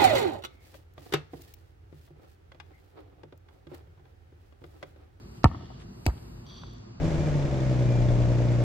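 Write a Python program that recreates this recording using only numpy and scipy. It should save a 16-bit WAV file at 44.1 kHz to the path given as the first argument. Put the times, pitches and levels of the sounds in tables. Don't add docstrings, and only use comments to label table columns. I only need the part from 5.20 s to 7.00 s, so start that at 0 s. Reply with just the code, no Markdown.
import sys
import numpy as np
from scipy import signal
from scipy.fft import rfft, irfft
from scipy.io import wavfile

SR = 44100
rng = np.random.default_rng(int(sys.argv[2]) if len(sys.argv) > 2 else 0)


def digitize_waveform(pressure):
    field = np.atleast_2d(pressure).T
    bounded = np.clip(field, -1, 1)
    quanta = np.round(bounded * 32767).astype(np.int16)
    wavfile.write(sys.argv[1], SR, quanta)


N = 79380


def amp(db):
    return 10 ** (np.asarray(db) / 20)


def unit_rms(x):
    return x / np.sqrt(np.mean(x ** 2) + 1e-20)


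def db_at(spectrum, hz):
    points_hz, points_db = np.transpose(spectrum)
    return np.interp(np.log(hz), np.log(points_hz), points_db)


def band(x, low_hz, high_hz):
    sos = signal.butter(2, [low_hz, min(high_hz, .45 * SR)], "band", fs=SR, output="sos")
    return signal.sosfilt(sos, x)


def drift(rate_hz):
    r = np.exp(-80 * np.pi * rate_hz / SR)
    slow = signal.lfilter([1], [1, -2 * r, r * r], rng.standard_normal(N // 40 + 2002))[2000:]
    return np.interp(np.arange(N) / 40, np.arange(len(slow)), unit_rms(slow))


def ring(x, hz, t60):
    r, w = amp(-60 / (t60 * SR)), 2 * np.pi * hz / SR
    return signal.lfilter([0, np.sin(w)], [1, -2 * r * np.cos(w), r * r], x + 1e-18)


def place(out, sound, start_s, pan_db=0, lag_ms=0):
    for side, sign in enumerate((1, -1)):
        arrival = (start_s + sign * lag_ms / 2000) * SR
        i = int(arrival)
        delayed = np.convolve(sound, np.sinc(np.arange(-8, 9) - (arrival - i)))[8:][:N - i]
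        out[side, i:i + len(delayed)] += amp(sign * pan_db / 2) * delayed


def rattle(curve, modes, clicks_per_s, width):
    times, levels = np.transpose(curve)
    clicks = (rng.random((3, N)) < clicks_per_s / SR) * rng.standard_normal((3, N))
    clicks = clicks[0] + width * clicks[1:]
    rung = sum((-1) ** k * amp(db) * unit_rms(ring(clicks, hz, t60))
               for k, (hz, db, t60) in enumerate(modes))
    return unit_rms(rung) * amp(np.interp(np.arange(N) / SR, times, levels, left=-120, right=-120))


# time_s, level_db
LEAF_RUSTLE = [(0.0, -71.5), (0.184, -67), (0.376, -77), (0.616, -79.5), (0.802, -67.5), (0.986, -64),
               (1.102, -65.5), (1.688, -88), (1.8, -109)]

def rustling_air(spectrum, flicker_db):
    lead_in, rustle_from_hz = 8000, 6500
    out, size = 0, N + lead_in
    edges = 25 * 2 ** np.arange(0, 9.6, 1 / 3)
    colour = amp(db_at(spectrum, np.arange(1, size // 2 + 2) * SR / size))
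    noise = irfft(rfft(rng.standard_normal((2, size))) * colour, size)
    times, levels = np.transpose(LEAF_RUSTLE)
    rustle_db = np.interp(np.arange(N) / SR, times, levels - levels.mean())
    for k, (low, high) in enumerate(zip(edges, edges[1:])):
        gain_db = flicker_db * drift(rate_hz=3.55) + rustle_db * (low > rustle_from_hz)
        out = out + amp(gain_db) * band(noise[k % 2], low, high)[lead_in:]
    return unit_rms(out)


# frequency_hz, relative_db
AIR_MID = [(25, -9), (40, -23.5), (62, -2.5), (76, -3.5), (107, -1.5), (246, -5), (293, -19), (360, -12.5),
           (527, -24.5), (600, -24), (1200, -27.5), (2100, -36.5), (2850, -40), (3300, -42.5),
           (4000, -37.5), (4600, -32), (5000, -39), (5900, -79), (7000, -42.5), (8500, -50), (9500, -52),
           (10300, -107), (11500, -54.5), (13100, -49.5), (13700, -62), (14300, -75), (16500, -97)]
AIR_SIDE = [(40, -12), (60, -5.5), (250, -3.5), (300, 1), (350, -2.5), (430, -5.5), (1080, -8.5),
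            (1850, -20.5), (2850, -16.5), (3500, -25.5), (4700, -16.5), (6500, -23.5), (8000, -44),
            (10000, -32), (11300, -45), (12600, -54), (14300, -38), (15500, -52), (16500, -72)]
# pitch_hz, width_hz, level_db
DRONES = [(52.8, 2.7, -50.5), (115.5, 6.7, -51.5), (343, 13, -63), (2830, 57, -83)]

def traffic_and_wind():
    mid = amp(-48) * rustling_air(AIR_MID, flicker_db=1.0)
    for hz, width_hz, db in DRONES:
        drone = ring(rng.standard_normal(N + SR), hz, t60=2.2 / width_hz)[SR:]
        mid = mid + amp(db) * unit_rms(drone)
    side = amp(-55) * rustling_air(AIR_SIDE, flicker_db=0.5)
    low_cut = signal.butter(4, 51, "high", fs=SR, output="sos")
    return signal.sosfilt(low_cut, [mid + side, mid - side])


# delay_s, relative_db, cutoff_hz, left_gain_db
ECHOES = [(0.013, -12, 1800, -3), (.023, -29.5, 1200, 6), (.045, -44, 1500, -12), (.070, -42, 1500, 11.5),
          (.103, -30.5, 1830, -1.5), (.165, -42, 1500, 2), (.19, -28.5, 498, -12), (0.259, -47.5, 1290, 11)]

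def yard_echoes(slap, thump):
    t = np.arange(SR // 2) / SR
    reflections = np.zeros((2, len(t)))
    for delay_s, db, cutoff_hz, left_db in ECHOES:
        smear_s = .0007 + .05 * delay_s
        for side, side_db in enumerate((left_db, 0)):
            smear = rng.standard_normal(SR // 20) * np.exp(-t[:SR // 20] / smear_s)
            echo = band(smear / np.linalg.norm(smear), 170, cutoff_hz) * amp(db + 6.5 + side_db)
            reflections[side, int(delay_s * SR):][:len(echo)] += echo
    tail_rise_s, tail_t60_s = 0.037, 0.84
    envelope = amp(-50.5 - 60 * t / tail_t60_s) * np.minimum(t / tail_rise_s, 1)
    diffuse = rng.standard_normal((2, len(t))) * envelope
    tails = band(diffuse[0] + 0.14 * diffuse, 59, 4500)
    bounce = (amp(-8.5) * slap + thump).mean(0)
    early = np.array([signal.fftconvolve(slap.mean(0), wall)[:N] for wall in reflections])
    late = np.array([signal.fftconvolve(bounce, tail)[:N] for tail in tails])
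    return early + late


GRIT_CLICKS_PER_S = 1800
# start_s, peak_db, centre_hz, t60_s, pan_db
TICKS = [(0.234, -37.5, 2500, 0.018, -12), (0.856, -43.5, 3500, 0.017, 22), (0.885, -26, 500, 0.024, 2),
         (0.895, -35, 1060, 0.073, 2.5), (0.976, -56.5, 2320, 0.06, 20.5), (1.028, -63, 3780, 0.018, -21),
         (1.2645, -62, 3700, 0.0053, -7), (1.434, -38.5, 730, 0.026, -2), (1.436, -44.5, 1880, 0.0067, 6),
         (1.535, -54.5, 10000, .006, 5), (1.581, -56, 3470, 0.022, 12)]
# middle_s, length_s, level_db, centre_hz
SCUFFS = [(0.17, 0.052, -66.5, 2920), (0.614, 0.046, -57.5, 2110), (0.617, 0.061, -67, 4960)]

def ticks_and_scuffs():
    def around(x, hz):
        return band(band(x, hz / 2, hz * 2), hz / 2, hz * 2)

    out, t = np.zeros((2, N)), np.arange(SR // 20) / SR
    for start_s, db, hz, t60, pan_db in TICKS:
        puff = around(rng.standard_normal(len(t)) * amp(-60 * t / t60), hz)
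        place(out, amp(db) * puff / np.abs(puff).max(), start_s, pan_db, lag_ms=0.16)
    for middle_s, length_s, db, hz in SCUFFS:
        grit = (rng.random((2, N)) < GRIT_CLICKS_PER_S / SR) * rng.standard_normal((2, N))
        swell = np.exp(-((np.arange(N) / SR - middle_s) / (length_s / 2)) ** 2)
        out += amp(db) * unit_rms(around(grit, hz)) * swell
    return out


# time_s, level_db
DRAG_LEVEL = [(0.27, -53), (0.30, -69), (0.34, -61.5), (0.45, -62), (0.58, -65.5), (0.62, -75), (0.64, -80)]
# pitch_hz, relative_db, t60_s
DRAG_MODES = [(1700, -11, .004), (2890, -10.5, 0.018), (3364, -8, .006), (4550, -10, 0.004),
              (5760, -20, 0.015)]

def sole_drag():
    return rattle(DRAG_LEVEL, DRAG_MODES, GRIT_CLICKS_PER_S, width=1.0)


# time_s, level_db
NET_SHAKE = [(1.25, -98), (1.257, -62), (1.261, -74), (1.266, -48.5), (1.272, -57), (1.29, -56),
             (1.35, -52), (1.42, -56), (1.52, -60.5), (1.62, -69), (1.8, -87)]
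# pitch_hz, relative_db, t60_s
NET_MODES = [(1140, -5, 0.014), (3320, -1.5, 0.022), (3350, -0.5, 0.1), (3480, -1.5, 0.015),
             (3950, -5.5, 0.0072), (4454, -2, 0.035), (4610, -2.5, 0.02), (4715, -4, 0.033),
             (5830, -7, 0.02), (6110, -10.5, 0.025)]

def hoop_net():
    return rattle(NET_SHAKE, NET_MODES, clicks_per_s=3000, width=.4)


# start_s, gain_db, floor_hz, glide_cycles, knee_s, swell_s, fade_s
THUMPS = [(0.24321, .79, 15.09, 1.4605, .00241, .0171, .0213),
          (0.86529, -5.69, 36.91, .7307, .000137, .0301, .0293)]
# level_db, decay_s
THUMP_ACCENTS = [(-43, 0.0024), (-21, 0.0021)]

def ball_thumps():
    out, t = np.zeros((2, N)), np.arange(SR // 8) / SR
    for thump, (accent_db, accent_s) in zip(THUMPS, THUMP_ACCENTS):
        start_s, db, floor_hz, glide, knee_s, swell_s, fade_s = thump
        cycles = floor_hz * t + glide * np.log(1 + t / knee_s)
        swell = amp(db) * (1 - np.exp(-t / swell_s)) * np.exp(-(t / fade_s) ** 2)
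        accent = amp(accent_db) * np.exp(-t / accent_s)
        place(out, (swell + accent) * np.sin(2 * np.pi * cycles), start_s, pan_db=-.6)
    return out


# start_s, body_gain_db, body_cutoff_hz, crack_gain_db, crack_tilt_db_per_octave, body_pan_db
BOUNCES = [(0.2425, -2.5, 2900, -8, -2.5, 4), (0.8640, -13.5, 740, -10.5, 5.5, 1.5)]
CRACK_LAGS = [-.11, .27]
# pitch_hz, relative_db, t60_s
BALL_MODES = [(320, -13, 0.084), (756, 5, 0.015), (927, -5, 0.055), (1128, -7.5, 0.036), (1230, 8, 0.0083),
              (1296, 0, 0.021), (1770, 0.5, 0.026), (1850, -7.5, 0.012), (2040, -20, 0.0053),
              (2730, -13.5, 0.025), (3880, -13, 0.009), (4030, -7.5, 0.02)]
# frequency_hz, relative_db
CRACK_SPECTRUM = [(1500, -27), (2100, 12.5), (2700, 9), (3400, -6), (4600, 7.5), (6000, -2), (7600, -4.5),
                  (10000, -24), (11300, -31), (13000, -21), (14500, -18), (16000, -23), (17000, -30)]

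def ball_slaps():
    out, t = np.zeros((2, N)), np.arange(SR // 8) / SR
    contact_s, clicks_per_s = .0003, 12000
    crack_t60_s, tail_db, tail_t60_s = 0.0066, -26, 0.11
    crack_decay = amp(-60 * t / crack_t60_s) + amp(tail_db - 60 * t / tail_t60_s)
    edges = np.geomspace(1300, 17000, num=22)
    for (start_s, body_db, cutoff_hz, crack_db, tilt_db, pan_db), lag_ms in zip(BOUNCES, CRACK_LAGS):
        clicks = (rng.random(len(t)) < clicks_per_s / SR) * np.abs(rng.standard_normal(len(t)))
        push = clicks * t * np.exp(-t / contact_s)
        push /= np.linalg.norm(push)
        body = sum(amp(db - 13) * ring(push, hz, t60) for hz, db, t60 in BALL_MODES)
        body = signal.sosfilt(signal.butter(2, cutoff_hz, fs=SR, output="sos"), body)
        burst = rng.standard_normal(len(t)) * crack_decay
        crack = 0
        for low, high in zip(edges, edges[1:]):
            band_db = db_at(CRACK_SPECTRUM, np.sqrt(low * high)) + tilt_db * np.log2(low / 3000)
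            crack = crack + amp(band_db) * band(burst, low, high)
        place(out, amp(body_db) * body, start_s, pan_db, lag_ms / 2)
        place(out, amp(crack_db) * crack, start_s, lag_ms=lag_ms)
    return out


def scene():
    slap, thump = ball_slaps(), ball_thumps()
    return (slap + thump + hoop_net() + sole_drag() + yard_echoes(slap, thump)
            + ticks_and_scuffs() + traffic_and_wind())


def record(dry):
    stop_hz = 17400
    return signal.sosfilt(signal.cheby2(12, 70, stop_hz, fs=SR, output="sos"), dry)


dry = scene()
out = record(dry)
digitize_waveform(out)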